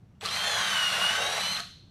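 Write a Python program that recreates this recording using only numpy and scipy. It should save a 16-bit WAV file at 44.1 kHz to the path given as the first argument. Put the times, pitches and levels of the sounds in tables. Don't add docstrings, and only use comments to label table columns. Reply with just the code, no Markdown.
import sys
import numpy as np
from scipy import signal
from scipy.fft import rfft, irfft
from scipy.io import wavfile
from scipy.ndimage import uniform_filter1d

SR = 44100
rng = np.random.default_rng(int(sys.argv[2]) if len(sys.argv) > 2 else 0)


def wav_record(signal):
    frames = np.transpose(np.atleast_2d(signal))
    bounded = np.clip(frames, -1, 1)
    quanta = np.round(bounded * 32767).astype(np.int16)
    wavfile.write(sys.argv[1], SR, quanta)


def linear_from_db(decibels):
    return 10 ** (np.asarray(decibels, float) / 20)


N = 83790
TRIGGER_S, ENGAGE_S, STOP_S = .208, .24, 1.607


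def level(x, db):
    return x * linear_from_db(db) / np.sqrt(np.mean(x ** 2))


def noise():
    return rng.standard_normal(N)


def colour(x, points):
    hz = np.fft.rfftfreq(N, 1 / SR) + 1
    point_hz, point_db = np.array(points).T
    gain_db = np.interp(np.log(hz), np.log(point_hz), point_db, left=-60, right=-90)
    return irfft(rfft(x) * linear_from_db(gain_db), N)


def ring(x, hz, width):
    b, a = signal.iirpeak(min(hz, .45 * SR), hz / max(width, 5), fs=SR)
    return signal.lfilter(b, a, x)


def body(x, peaks):
    return sum((-1) ** k * linear_from_db(db) * ring(x, hz, width) for k, (hz, width, db) in enumerate(peaks))


def walk(rate):
    hold = int(SR / rate)
    steps = np.repeat(rng.standard_normal(N // 20), hold)[:N]
    return 1.233 * uniform_filter1d(uniform_filter1d(steps, hold), hold)


def grit(scatter_db):
    impacts = noise()
    size_db = scatter_db * np.minimum(rng.exponential(size=N), 4)
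    return impacts * linear_from_db(size_db)


def whine(hz, db):
    waver, flutter_db, flutter_hz = .0012, 2.0, 35
    phase = 2 * np.pi * np.cumsum(hz * (1 + waver * walk(59.7))) / SR
    return np.sqrt(2) * linear_from_db(db + flutter_db * walk(flutter_hz)) * np.sin(phase)


# time in seconds, first gear mesh in Hz.
SPEED = [(.208, 0), (.26, 2400), (.285, 3400), (.31, 3900), (.34, 4150), (.38, 4280), (.43, 4315),
         (.49, 4225), (.66, 3790), (.76, 3610), (.83, 3490), (.93, 3445), (1.07, 3495), (1.2, 3750),
         (1.4, 3990), (1.53, 4185), (1.555, 4180), (1.58, 3000)]


def mesh_hz(t):
    return uniform_filter1d(np.interp(t, *np.array(SPEED).T), size=600)


# time in seconds, then levels in dB of the first mesh, second mesh and loaded stage.
WHINE = [(.29, -44, -52, -45), (.33, -37, -44, -45), (.37, -41, -43, -45), (.43, -40, -38, -40),
         (.5, -36, -46, -37), (.6, -39, -47, -38), (.7, -44, -47, -36), (.78, -46, -46, -33),
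         (.9, -43, -47, -30), (1.07, -43, -47, -30), (1.1, -43, -45, -37), (1.2, -40, -40, -42),
         (1.3, -38, -47, -46), (1.41, -38, -46, -48), (1.44, -36, -38, -48), (1.555, -38, -38, -48)]


def gear_gain(t, column):
    rows = np.array(WHINE)
    return linear_from_db(np.interp(t, rows[:, 0], rows[:, column]))


# multiple of the mesh, level in dB over its gear, column of that gear in WHINE.
FREE = [(1.0, 0, 1), (.972, -11, 1), (2.004, -17, 1), (.737, 0, 2), (1.472, -7, 1)]
# offset in Hz, shift in Hz per Hz of mesh, level in dB over the first mesh.
OVERTONE = (6500, 1.2, -21)


def free_gears(t, hz):
    tones = sum(whine(k * hz, db) * gear_gain(t, column) for k, db, column in FREE)
    offset_hz, shift, overtone_db = OVERTONE
    tones = tones + whine(offset_hz + shift * hz, overtone_db) * gear_gain(t, column=1)
    speed_gain = np.minimum(hz / hz.max() / .8, 1) ** 6
    ending = np.clip((1.578 - t) / .022, 0, 1)
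    return tones * speed_gain * ending


# multiple of the mesh, level in dB over the loaded stage.
LOADED = [(.825, 0), (.804, -11), (1.247, -14)]
# offset in Hz, shift in Hz per Hz of mesh, dB over the loaded stage.
HIGH_TONES = [(10160, 0, -23), (11760, 0, -29), (17350, -.825, -36), (16200, -.825, -38)]
# multiple of the mesh, level in dB.
ROUGH = [(.41, -42), (.431, -43), (1.635, -47), (1.667, -49), (2.477, -52), (2.06, -58)]


def loaded_gears(t, hz):
    stage = sum(whine(k * hz, db) for k, db in LOADED)
    stage = stage + sum(whine(offset_hz + k * hz, db) for offset_hz, k, db in HIGH_TONES)
    rough = sum(whine(k * hz * (1 + .0024 * walk(90)), db) for k, db in ROUGH)
    bite_s, rise_s, bite_ends_s, fall_s = .4, .07, 1.36, .14
    bite = np.clip(np.minimum((t - bite_s) / rise_s, (bite_ends_s - t) / fall_s), 0, 1)
    return (stage * gear_gain(t, column=3) + rough) * bite


def motor_start(t):
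    start_s, rise_s, pitch_hz, peak_db, t60_s = .201, .013, 7800, -52, .12
    rise = np.clip((t - start_s) / rise_s, 0, 1)
    decay = linear_from_db(peak_db - 60 * np.maximum(t - TRIGGER_S, 0) / t60_s)
    return rise * decay * np.sin(2 * np.pi * pitch_hz * t)


# time in seconds, then levels in dB of the housing rattle, bit scraping and board drone.
DRILL = [(.28, -0.5, -5.5, -3.5), (.34, 3, -0.5, -16), (.42, 1.5, 0, -2), (.5, 1.5, 1.5, 2),
         (.58, 2, 5.5, 4), (.68, 2, 4.5, -3.5), (.77, 4, 7.5, -15), (.87, 3, 0.5, -7), (.96, 3.5, 5, 2.5),
         (1.09, 2.5, 6, 2), (1.17, 2, 5.5, -4.5), (1.193, -3.5, 6, 8.5), (1.28, 2, 0, 7.5),
         (1.38, 1, 1.5, 5.5), (1.43, 2.5, -7, -10), (1.555, -2.5, -2.5, -21)]


def control(t, column):
    rows = np.array(DRILL)
    db = rows[:, column]
    spin_up_db = -15.5
    times = np.r_[TRIGGER_S, ENGAGE_S, rows[:, 0]]
    levels_db = np.r_[db[0] + spin_up_db, db[0], db]
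    running = uniform_filter1d(1. * ((t > TRIGGER_S) & (t < STOP_S)), size=90)
    return linear_from_db(np.interp(t, times, levels_db)) * running


# frequency in Hz, spectral level in dB per Hz.
RATTLE = [(180, 8), (300, -22), (641, 1), (2740, 2.5), (4080, -3), (5220, -12), (6060, -9), (11700, -15),
          (15500, -38)]
# resonance in Hz, width in Hz, level in dB.
HOUSING = [(4300, 1350, 0), (5900, 1000, 9), (8870, 1500, -5.5), (12300, 1500, -15)]


def rattle(t):
    impacts = colour(grit(scatter_db=3.0), RATTLE)
    shell = level(impacts + body(impacts, HOUSING), -36.5)
    return shell * linear_from_db(1.7 * walk(110)) * control(t, column=1)


# resonance in Hz, width in Hz, level in dB.
SCRAPE = [(1175, 230, -0.5), (1552, 117, 3.5), (1940, 606, -3), (2330, 400, -4), (3000, 600, -10)]


def scrape(t):
    tearing = level(body(grit(scatter_db=3), SCRAPE), -39.5)
    return tearing * linear_from_db(.75 * walk(51.4)) * control(t, column=2)


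# resonance in Hz, width in Hz, level in dB.
BOARD = [(440, 87, -5.5), (559, 78, 0), (729, 163, 2), (877, 88, -3)]


def board(t):
    radiates = signal.butter(4, 360, "high", fs=SR, output="sos")
    drone = level(signal.sosfilt(radiates, body(grit(scatter_db=3), BOARD)), -44)
    return drone * linear_from_db(2.0 * walk(30)) * control(t, column=3)


# start in seconds, peak in dB, ring in Hz, t60 in seconds.
CLICKS = [(0.152, -72, 2840, 0.09), (.211, -36, 3440, 0.016), (0.2538, -23, 3950, .012),
          (0.2593, -21, 4200, .012), (.262, -25, 4400, 0.013), (0.2644, -26, 3000, 0.0084),
          (0.2877, -24, 3210, 0.018), (1.5675, -26, 3470, 0.016), (1.571, -35, 3270, 0.019),
          (1.578, -34, 2480, 0.016), (1.5985, -28, 3230, .012), (1.6032, -27, 4300, 0.017),
          (1.604, -30, 1670, 0.018)]


def clicks(t):
    gain_db, crack_db, crack_t60_s, knock_hz, knock_db = .5, -7.5, .004, 1320, -12.5
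    crack_noise = level(ring(ring(noise(), 5500, 4100), 5500, 4100), 0)
    out = np.zeros(N)
    for s, db, hz, t60 in CLICKS:
        since = np.maximum(t - s, 0)
        tone = np.sin(2 * np.pi * hz * since)
        tone = tone + linear_from_db(knock_db) * np.sin(2 * np.pi * knock_hz * since)
        tone = tone * linear_from_db(-60 * since / max(t60, .003))
        crack = linear_from_db(crack_db - 60 * since / crack_t60_s) * crack_noise
        out += (t >= s) * linear_from_db(db + gain_db) * (tone + crack)
    return out


# start in seconds, peak in dB, ring in Hz, t60 in seconds.
JOLTS = [
    (.228, -32, 793, .08),
    (0.229, -34, 440, 0.076),
    (0.249, -25, 1185, 0.064),
    (1.603, -38.5, 708, 0.076),
]


def jolts(t):
    out = np.zeros(N)
    for s, db, hz, t60 in JOLTS:
        since = np.maximum(t - s, 0)
        rise = 1 - np.exp(-since / .0022)
        out += linear_from_db(db - 60 * since / t60) * rise * np.sin(2 * np.pi * hz * since)
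    return out


# frequency in Hz, reverberation time in seconds.
ROOM_T60 = [(300, 0.42), (800, 0.22), (1700, 0.34), (2500, 0.28), (3100, 0.45), (4300, 0.74), (6000, 0.41),
            (9000, 0.35), (14000, 0.4)]


def room(x, t):
    row_hz, row_t60 = np.array(ROOM_T60).T
    tail = 0
    for hz in 250 * 2 ** np.arange(0, 6.1, .5):
        t60 = np.interp(np.log(hz), np.log(row_hz), row_t60)
        tail = tail + ring(noise(), hz, hz / 3) * linear_from_db(-60 * t / t60)
    tail = tail * (t > .004)
    tail = tail * linear_from_db(-6) / np.sqrt(np.sum(tail ** 2))
    return signal.fftconvolve(x, tail)[:N]


# frequency in Hz, spectral level in dB per Hz.
FLOOR = [(20, -14), (60, -5), (100, 1.5), (200, -6), (400, -25.5), (4200, -48), (6500, -72), (9000, -95)]
# centre in Hz, width in Hz, level in dB.
HUM = [(97, 14, -57), (152, 14, -60), (5600, 30, -94), (6050, 30, -96)]


def floor():
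    hum = sum(level(ring(noise(), hz, width), db) for hz, width, db in HUM)
    return level(colour(noise(), FLOOR), -57.5) + hum


def scene():
    t = np.arange(N) / SR
    hz = mesh_hz(t)
    tones = free_gears(t, hz) + loaded_gears(t, hz) + motor_start(t)
    noises = rattle(t) + scrape(t) + board(t) + clicks(t) + jolts(t)
    echoes = room(linear_from_db(-1) * tones + noises, t)
    return (tones + noises + echoes + floor())[None]


def band_limit(x):
    return signal.sosfilt(signal.butter(12, 15690, fs=SR, output="sos"), x)


def record(dry):
    return band_limit(dry)


dry = scene()
out = record(dry)
wav_record(out)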